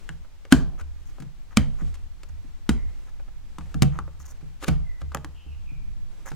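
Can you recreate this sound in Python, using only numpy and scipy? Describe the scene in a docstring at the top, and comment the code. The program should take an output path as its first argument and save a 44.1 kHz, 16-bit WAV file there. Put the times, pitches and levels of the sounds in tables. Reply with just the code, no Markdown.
"""On a porch by a garden, close to a two-port microphone, a plastic fermenting bucket's lid is pressed home.
Over outdoor air and a low hum, a sleeve brushes, the rim ticks and a palm thuds. At 0.5 s the bead
scrapes over the lip and snaps in, with a crack, a flex of the lid and a boom of the bucket. Four softer
snaps follow about a second apart, with ticks, thuds and rubbing fingers between them. From 2.7 s a far
bird whistles now and then; the hands press a last time at 6.3 s."""
import sys
import numpy as np
from scipy import signal
from scipy.fft import rfft, irfft
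from scipy.io import wavfile

SR = 44100
rng = np.random.default_rng(int(sys.argv[2]) if len(sys.argv) > 2 else 0)


def dump_mix(stems):
    """Bounce the given channels to the path in sys.argv[1] as a 16-bit WAV at rate SR."""
    frames = np.atleast_2d(stems).T  # one column per channel
    limited = np.clip(frames, -1, 1)  # hard clip at full scale
    pcm = np.round(limited * 32767).astype(np.int16)
    wavfile.write(sys.argv[1], SR, pcm)


N = 280123

# spectrum of plastic slipping on plastic: f/Hz, relative level/dB
SLIP_SPECTRUM = [(100, -10.5), (400, -3.5), (750, -2), (950, -3), (1400, 2), (1900, -1.5), (2400, -2),
                 (3050, -4.5), (4400, -6.5), (5600, -8.5), (7000, -6), (8500, -11), (10000, -12.5),
                 (16000, -23)]


def snaps(directions=3, length_s=0.00135, quickening=0.35):
    """The bead jumps the lip; the crack leaves in several directions, each with its own grain and echo."""
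    # snaps: t/s, crack/dB, tilt/(dB/octave), rim ring/Hz, rim ring/dB, skirt knock/Hz, skirt knock/dB,
    # lid flex/Hz, lid flex/dB, wall modes/dB, air cushion/dB, deep sway/dB, echo against the crack/dB
    jumps = [(0.5237, -1, 1, 1548, 1, 666.5, -5, 256.4, 3.5, -14, -34, -20, 3),
             (1.5711, -4, 0.45, 2330, -9.5, 1446, -16, 205, -3.5, -17, -43.5, -17.5, -0.5),
             (2.6916, -17, 0.7, 3120, -26.5, 916, -17, 228.3, -7, -19.5, -19.5, -21.5, 6.5),
             (3.8216, -12, 1, 2310, -19.5, 410, -34, 189, -16, -10, -24, -24, 1.5),
             (4.6814, -23.5, .5, 2300, -34, 380, -10.5, 169, -9, -17, -39, -18.5, 11.5)]
    # rim modes struck by every snap: f/Hz, level against the crack/dB, t60/s
    rim_modes = [(3100, -8, 0.016), (6330, -21.5, .008)]
    direct, wet = np.zeros((2, 2, N))
    for s, crack_db, tilt_db, rim_hz, rim_db, knock_hz, knock_db, *bucket, sway_db, echo_db in jumps:
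        decay_s = length_s * amp(-quickening * crack_db)  # the harder, the sooner over
        slip = crack_db, decay_s, tilt_db, rim_hz, rim_db
        body = boom(*bucket) + sway(sway_db)
        body += ring(knock_hz, knock_db, t60=0.0099, turn=0.2)
        body += sum(ring(hz, crack_db + db, t60) for hz, db, t60 in rim_modes)
        add(direct, s, crack(*slip, ring_t60=0.014))
        add(direct, s, body)
        add(wet, s, echoes(body))
        for _ in range(directions):
            add(wet, s, amp(echo_db) / np.sqrt(directions) * echoes(crack(*slip)))
    return direct, wet


def crack(db, decay_s, tilt_db, ring_hz, ring_db, ring_t60=0.0078, size=2048):
    """A burst of tiny slips, and the short ring of the stretch of rim where they happen."""
    t = np.arange(size) / SR
    fade = np.exp(-t / decay_s) * (1 - np.exp(-t / (0.2 * decay_s)))
    burst = port_noise(size, likeness=0.93) * fade
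    burst *= 1.05 * np.linalg.norm(fade) / np.linalg.norm(burst, axis=1, keepdims=True)
    sound = amp(db) * colour(burst, SLIP_SPECTRUM, tilt_db)
    return sound + ring(ring_hz, ring_db, ring_t60, turn=0.13, size=sound.shape[1])


def boom(flex_hz, flex_db, wall_db, cushion_db):
    """The lid flexes, feeding the wall modes near its own pitch, and bounces on the air inside."""
    # modes of the bucket wall and lid: f/Hz, relative level/dB, t60/s
    wall_modes = [(140, 4, 0.34), (161.6, 0.5, 0.29), (193.3, -7, 0.15), (222, -5, 0.2), (272, -1.5, 0.077),
                  (311, -9.5, 0.11), (441, -17.5, .16), (487, -18.5, .18), (565, -23.5, 0.094),
                  (651, -21, 0.18), (753, -17.5, 0.17)]
    sound = ring(flex_hz, flex_db, t60=0.066, turn=0.5) + ring(70, cushion_db, t60=0.67, turn=1.3)
    for (hz, db, t60), scatter in zip(wall_modes, rng.standard_normal(len(wall_modes))):
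        mismatch_db = -7 * min(abs(np.log2(hz / flex_hz)), 1)
        mode = ring(hz, wall_db + db + mismatch_db, t60, turn=290 / hz + 0.79 * scatter)
        sound += mode * rng.choice([-1, 1])
    return sound


def sway(db, from_hz=130, to_hz=30, fall_s=0.038, peak_s=0.074):
    """Slow bending waves: the lower they are, the later they arrive, so the boom sinks in pitch."""
    t = np.arange(SR) / SR
    cycles = np.cumsum(to_hz + (from_hz - to_hz) * np.exp(-t / fall_s)) / SR
    lag = 1.8 * (1 - np.exp(-t / peak_s)) * np.array([[1], [-1]])  # near field: the ports drift apart
    envelope = t / peak_s * np.exp(1 - t / peak_s)
    return amp(db) * envelope * np.sin(2 * np.pi * cycles + lag)


def ring(hz, db, t60, turn=0, size=SR):
    """A struck mode; the two ports hear it `turn` radians out of step."""
    t = np.arange(size) / SR
    swing = np.sin(2 * np.pi * hz * t + np.array([[turn], [-turn]]) / 2)
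    return amp(db - 60 * t / t60) * swing * (1 - np.exp(-4 * hz * t))


def tick(db, tilt_db, ring_hz, ring_db, length_s=0.0003, quickening=0.55):
    """A small slip of the rim: the harder, the shorter."""
    return crack(db, length_s * amp(-quickening * db), tilt_db, ring_hz, ring_db)


def rim_ticks():
    """The rim gives in small slips under the hands."""
    # slips: t/s, level/dB, tilt/(dB/octave), ring/Hz, ring/dB
    slips = [(0.091, -27.5, -2, 1580, -23.5), (0.2465, -53.5, -7.5, 1465, -44),
             (0.451, -37.5, -4, 1370, -61.5), (0.796, -48.5, 1.5, 1260, -31), (0.811, -43, 0, 1520, -34.5),
             (1.1832, -39, -11, 1200, -50), (1.201, -43.5, 1, 1150, -60), (1.2218, -43.5, -1, 1220, -56),
             (1.941, -44, 1, 1535, -56), (1.952, -43.5, -1, 1496, -46.5),
             (2.2325, -37.5, -1.5, 1180, -44.5), (3.1976, -42, -8, 1397, -42.5),
             (3.2797, -50.5, -6, 1415, -55.5), (3.584, -35.5, 0, 1020, -25.5),
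             (3.608, -40, -5.5, 1120, -52), (3.743, -31, -.5, 1150, -42), (3.9888, -25, -3.5, 1222, -13.5),
             (4.0784, -41, -10, 1080, -40), (4.202, -56, -3.5, 1220, -38), (4.626, -28, -6, 1720, -37),
             (4.635, -25, -9.5, 1616, -40), (4.644, -18, -.5, 1630, -41), (5.016, -36.5, -3, 1600, -33),
             (5.119, -44.5, -2, 1220, -29.5), (5.1474, -15, 3.5, 945, -21), (5.149, -22.5, -8, 1210, -12),
             (5.171, -27.5, -4.5, 1080, -37), (5.2459, -31, -0.5, 1101, -24.5),
             (6.303, -44, 1.5, 1520, -56), (6.3166, -30.5, -3.5, 900, -50)]
    mix = np.zeros((2, N))
    for s, *slip in slips:
        add(mix, s, tick(*slip))
    return mix


def palm_thuds():
    """A palm bears down on the lid and the bucket booms softly."""
    # presses: t/s, lid flex/dB, lid flex/Hz, air cushion/dB
    presses = [(0.095, -36.5, 149, -39.5), (0.81, -48.5, 198.7, -32.5), (1.198, -33, 222, -51.5),
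               (1.222, -32.5, 220, -55), (1.82, -27.5, 165, -30.5), (2.291, -50, 108, -37),
               (2.446, -44, 251, -49), (3.585, -33, 202, -36.5), (3.746, -21, 174, -28.5),
               (3.987, -34, 196, -36), (4.195, -45.5, 100, -36.5), (4.428, -36.5, 137, -47),
               (4.738, -38.5, 70, -41), (5.019, -32, 105, -29.5), (5.149, -31.5, 237, -49),
               (5.245, -36, 293, -40), (5.464, -39, 92, -32), (5.716, -39.5, 120, -47),
               (6.316, -33, 175, -61)]
    mix = np.zeros((2, N))
    for s, db, flex_hz, cushion_db in presses:
        add(mix, s, boom(flex_hz, db, wall_db=db - 3, cushion_db=cushion_db))
    return mix


def bead_scrapes(growth_db=24.5):
    """The bead grinds over the lip, louder and louder until it gives."""
    # scrapes: start/s, end/s, final level/dB
    scrapes = [(0.507, 0.522, -29.5), (1.563, 1.573, -28), (3.817, 3.833, -25.5), (4.602, 4.643, -35.5),
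               (4.66, 4.688, -30.5), (4.99, 5.014, -54)]
    mix = np.zeros((2, N))
    for start, end, db in scrapes:
        grains = grind(start, end, SLIP_SPECTRUM, grain_db=-1.0)
        add(mix, start, grains * amp(db + growth_db * np.linspace(-1, 0, grains.shape[1])))
    return mix


def finger_rubs():
    """Skin slips on the plastic with a low and a high squeak."""
    # rubs: start/s, end/s, low squeak/dB, high squeak/dB
    rubs = [(0.776, 0.823, -50.5, -61.5), (1.045, 1.121, -80, -65), (1.502, 1.54, -55, -71),
            (1.781, 1.831, -52, -64), (2.285, 2.301, -57.5, -62), (3.056, 3.112, -59.5, -71),
            (3.909, 4.02, -52, -68), (4.19, 4.236, -72, -55.5), (4.252, 4.272, -59, -50.5),
            (4.27, 4.334, -58, -54.5), (5.133, 5.168, -47, -75), (6.251, 6.3, -44.5, -48.5)]
    # spectra of the two squeaks: f/Hz, relative level/dB
    low_squeak = [(200, -12), (800, -7), (1400, -4.5), (1900, -8.5), (2700, -18), (8000, -51.5)]
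    high_squeak = [(1000, -43.5), (4800, -11.5), (6100, 3), (7000, 3), (8200, -9.5), (11000, -8.5),
                   (13500, -10), (16000, -13)]
    mix = np.zeros((2, N))
    for start, end, low_db, high_db in rubs:
        low = amp(low_db) * grind(start, end, low_squeak, grain_db=4.5)
        high = amp(high_db) * grind(start, end, high_squeak, grain_db=4.5)
        add(mix, start, (low + high) * signal.windows.tukey(low.shape[1], 0.5))
    return mix


def grind(start, end, spectrum, grain_db, size=8192):
    """Stick and slip: a dense run of grains of uneven size."""
    count = int(np.clip((end - start) * SR, 64, size))
    grains = port_noise(size, likeness=0.7)
    grains *= amp(grain_db * np.repeat(rng.standard_normal(size // 32), 32))
    return unit_rms(colour(grains, spectrum)[:, :count])


def rim_creaks(per_s=2, mean_db=-58, spread_db=6.5):
    """The strained rim creaks faintly at random moments."""
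    mix = np.zeros((2, N))
    for when, force in rng.random((round(per_s * N / SR), 2)):
        db = mean_db + spread_db * (2 * force - 1)
        add(mix, when * N / SR, tick(db, tilt_db=-3, ring_hz=1140, ring_db=db))
    return mix


def ports(x, right_delay_s=1.9e-5):
    """The bucket is close and to one side: each port has its own colour, and the right hears it later."""
    # the bucket's near field at the microphone: f/Hz, left over right/dB
    balance = [(60, -1.5), (110, -2.5), (200, -1), (380, 2.5), (700, 2.0), (1290, 1.5), (2380, 2.0),
               (4400, 3.5), (8120, 0), (15000, 1.0)]
    hz = np.fft.rfftfreq(N, 1 / SR)
    lean = amp(read(balance, hz) / 2)
    delay = np.exp(-2j * np.pi * hz * right_delay_s)
    return irfft(rfft(x) * np.array([lean, delay / lean]), N)


def echoes(x):
    """A sound rings on briefly in the plastic shell, and longer under the porch roof."""
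    # echo bands of the two spaces: f/Hz, level/dB, t60/s
    shell = [(59.6, -13.5, 0.17), (245, -11.5, 0.021), (505.6, -2.5, 0.14), (1500, -7, .05),
             (4000, -10, 0.044), (12000, -15, .035)]
    porch = [(50, -1, 0.59), (202.2, -14.5, 0.2), (398, 0.5, 0.19), (660, -16, 0.8), (1500, -15.5, 0.27),
             (3500, -16, 0.3), (7000, -18, 0.25), (14000, -18, 0.2)]
    return tail(x, shell, onset_s=0.0029, likeness=0.85) + tail(x, porch, onset_s=0.01, likeness=1.0)


def tail(x, bands, onset_s, likeness, unrelated_hz=8000, size=24576):
    """Dense echoes from all sides; each band dies at its own speed, and the treble is the widest."""
    hz, t, noise = signal.stft(rng.standard_normal((2, size)), SR, nperseg=256)
    field = correlate(noise, likeness * np.sinc(hz / unrelated_hz)[:, None])
    t60 = np.maximum(read(bands, hz, column=2), 0.01)[:, None]
    decay = amp(read(bands, hz)[:, None] - 60 * t / t60)
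    equal_energy = np.sqrt(2 * np.log(1000) / (t60 * SR))
    taps = signal.istft(field * decay * equal_energy, SR, nperseg=256)[1]
    taps *= 1 - np.exp(-(np.arange(taps.shape[1]) / SR / onset_s) ** 2)
    return signal.fftconvolve(x, taps, axes=1)[:, :N]


def sleeves(half_width_s=0.12, rest_db=-73.5):
    """A sleeve brushes the shirt as an arm moves; the cloth stirs faintly in between."""
    # brushes: peak t/s, level/dB
    brushes = [(0.03, -59), (1.169, -63), (1.87, -59.5), (2.47, -65), (2.98, -63), (3.68, -59.5),
               (4.34, -65.5), (5.1, -68.5), (6.28, -57.5)]
    # spectrum of shirt cloth: f/Hz, relative level/dB
    cloth = [(100, 1.5), (300, 9), (600, 1), (1200, 0), (2500, -4), (5000, -9), (8000, -10), (15000, -26)]
    t = np.arange(N) / SR
    fibres = colour(port_noise(N, likeness=0.6), cloth)[:, :N] * swell(rate_hz=25, depth_db=2)
    brush_power = sum(amp(db) ** 2 * np.exp(-((t - s) / half_width_s) ** 2) for s, db in brushes)
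    return unit_rms(fibres) * np.sqrt(amp(rest_db) ** 2 + brush_power)


def bird(fall_octaves_per_s=0.96):
    """Far off, thin whistles that all fall at one rate, smeared by the trees."""
    # whistles: t/s, length/s, starting f/Hz, relative level/dB, blur/Hz
    whistles = [(2.712, 0.15, 2170, -55.5, 220), (4.822, 0.087, 2120, -59, 60.4),
                (4.878, 0.084, 2048, -53.5, 69.3), (5.335, .11, 3006, -55.5, 420),
                (5.457, 0.11, 2804, -58.5, 350), (5.656, 0.076, 2533, -54, 221),
                (5.733, 0.055, 2370, -59, 200)]
    trees = [(1002, -3.5, 0.39), (4030, -6, 1.0)]  # echo bands: f/Hz, level/dB, t60/s
    song = np.zeros((2, N))
    for start, length, from_hz, db, blur_hz in whistles:
        hz = from_hz * 2 ** (-fall_octaves_per_s * np.arange(0, length, 1 / SR))
        add(song, start, amp(db) * fuzzy_tone(hz, blur_hz) * signal.windows.tukey(len(hz), 0.6))
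    return amp(-6) * song + tail(song, trees, onset_s=0.012, likeness=0.49)


def garden(air_db=-64.5, rumble_below_hz=300):
    """Outdoor air beyond the porch, with a softly gusting rumble."""
    # spectrum of the outdoor air: f/Hz, relative level/dB
    air_spectrum = [(15, -2.5), (27, -3.5), (42, -10.5), (62, -20), (90, -31.5), (130, -28.5), (250, -39),
                    (420, -47.5), (900, -47.5), (1600, -50.5), (2300, -51), (4000, -54), (7500, -58),
                    (9500, -63.5), (15500, -65.5)]
    # how alike the two ports hear it: f/Hz, correlation
    likeness = [(25, -0.69), (45, -0.31), (70, .85), (150, .1), (300, .1), (800, .55), (3000, 0.19),
                (12000, -.1)]
    hz = np.fft.rfftfreq(N, 1 / SR)
    field = correlate(rfft(rng.standard_normal((2, N))), read(likeness, hz))
    field *= amp(read(air_spectrum, hz))
    air = irfft(field * (hz >= rumble_below_hz), N)
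    rumble = irfft(field * (hz < rumble_below_hz), N) * swell(rate_hz=2.4, depth_db=3.5)
    return amp(air_db) * (air + rumble) / np.std(air.mean(0))


def hum(hz=68.5):
    """A low hum in the background: a steady tone under a wavering one."""
    pitch = np.full(N, hz)
    steady = np.sin(2 * np.pi * np.cumsum(pitch) / SR)
    return amp(-65.5) * steady + amp(-58.5) * fuzzy_tone(pitch, width_hz=15)


def fuzzy_tone(hz, width_hz):
    """A narrow band of noise that follows the pitch curve hz."""
    band = np.exp(-(np.fft.fftfreq(N, 1 / SR) / width_hz) ** 2)
    waver = np.fft.ifft(np.fft.fft(rng.standard_normal(N)) * band)[:len(hz)]
    return unit_rms((waver * np.exp(2j * np.pi * np.cumsum(hz) / SR)).real)


def swell(rate_hz, depth_db):
    """A gain that drifts at random."""
    knots = rng.standard_normal(256)
    return amp(depth_db * np.interp(np.arange(N) / SR * rate_hz, np.arange(256), knots))


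def colour(x, spectrum, tilt_db=0, size=2048):
    """Causal filter of unit power with the given spectrum, tilted by tilt_db an octave above 500 Hz."""
    hz = abs(np.fft.fftfreq(size, 1 / SR))
    octaves = np.log2(np.maximum(hz, 500) / 2000)
    log_gain = np.log(amp(read(spectrum, hz) + tilt_db * octaves))
    taps = np.fft.ifft(np.exp(np.conj(signal.hilbert(log_gain)))).real
    return signal.fftconvolve(x, taps[None] / np.linalg.norm(taps), axes=1)


def port_noise(count, likeness):
    """White noise at the two microphone ports, partly alike."""
    return correlate(rng.standard_normal((2, count)), likeness)


def correlate(noises, likeness):
    """Blends two unrelated noises into a left and a right with the given correlation."""
    left, other = noises
    likeness = np.clip(likeness, -1, 1)
    return np.array([left, likeness * left + np.sqrt(1 - likeness ** 2) * other])


def read(table, hz, column=1):
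    """One column of a table, interpolated on a log-frequency axis."""
    table = np.array(table, float)
    return np.interp(np.log(hz + 1), np.log(table[:, 0] + 1), table[:, column])


def add(mix, s, sound):
    """Lays a sound into the mix at time s."""
    part = mix[:, max(round(s * SR), 0):][:, :sound.shape[-1]]
    part += sound[..., :part.shape[1]]


def amp(db):
    """Decibels to gain."""
    return 10 ** (np.asarray(db) / 20)


def unit_rms(x):
    """Scales to rms 1."""
    return x / np.sqrt(np.mean(x ** 2) + 1e-20)


def scene():
    """Bucket and hands close to the microphone, their echoes on the porch, and the garden behind."""
    direct, snap_echoes = snaps()
    hands = rim_ticks() + palm_thuds() + bead_scrapes() + finger_rubs() + rim_creaks()
    return ports(direct + hands) + snap_echoes + echoes(hands) + sleeves() + bird() + garden() + hum()


def record(dry):
    """The hardest snap overloads the microphone; the treble ends at 16.1 kHz."""
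    lowpass = signal.firwin(511, 16100, window=("kaiser", 9), fs=SR)
    return signal.oaconvolve(np.clip(dry, -1, 1), lowpass[None], "same")


dry = scene()
out = record(dry)
dump_mix(out)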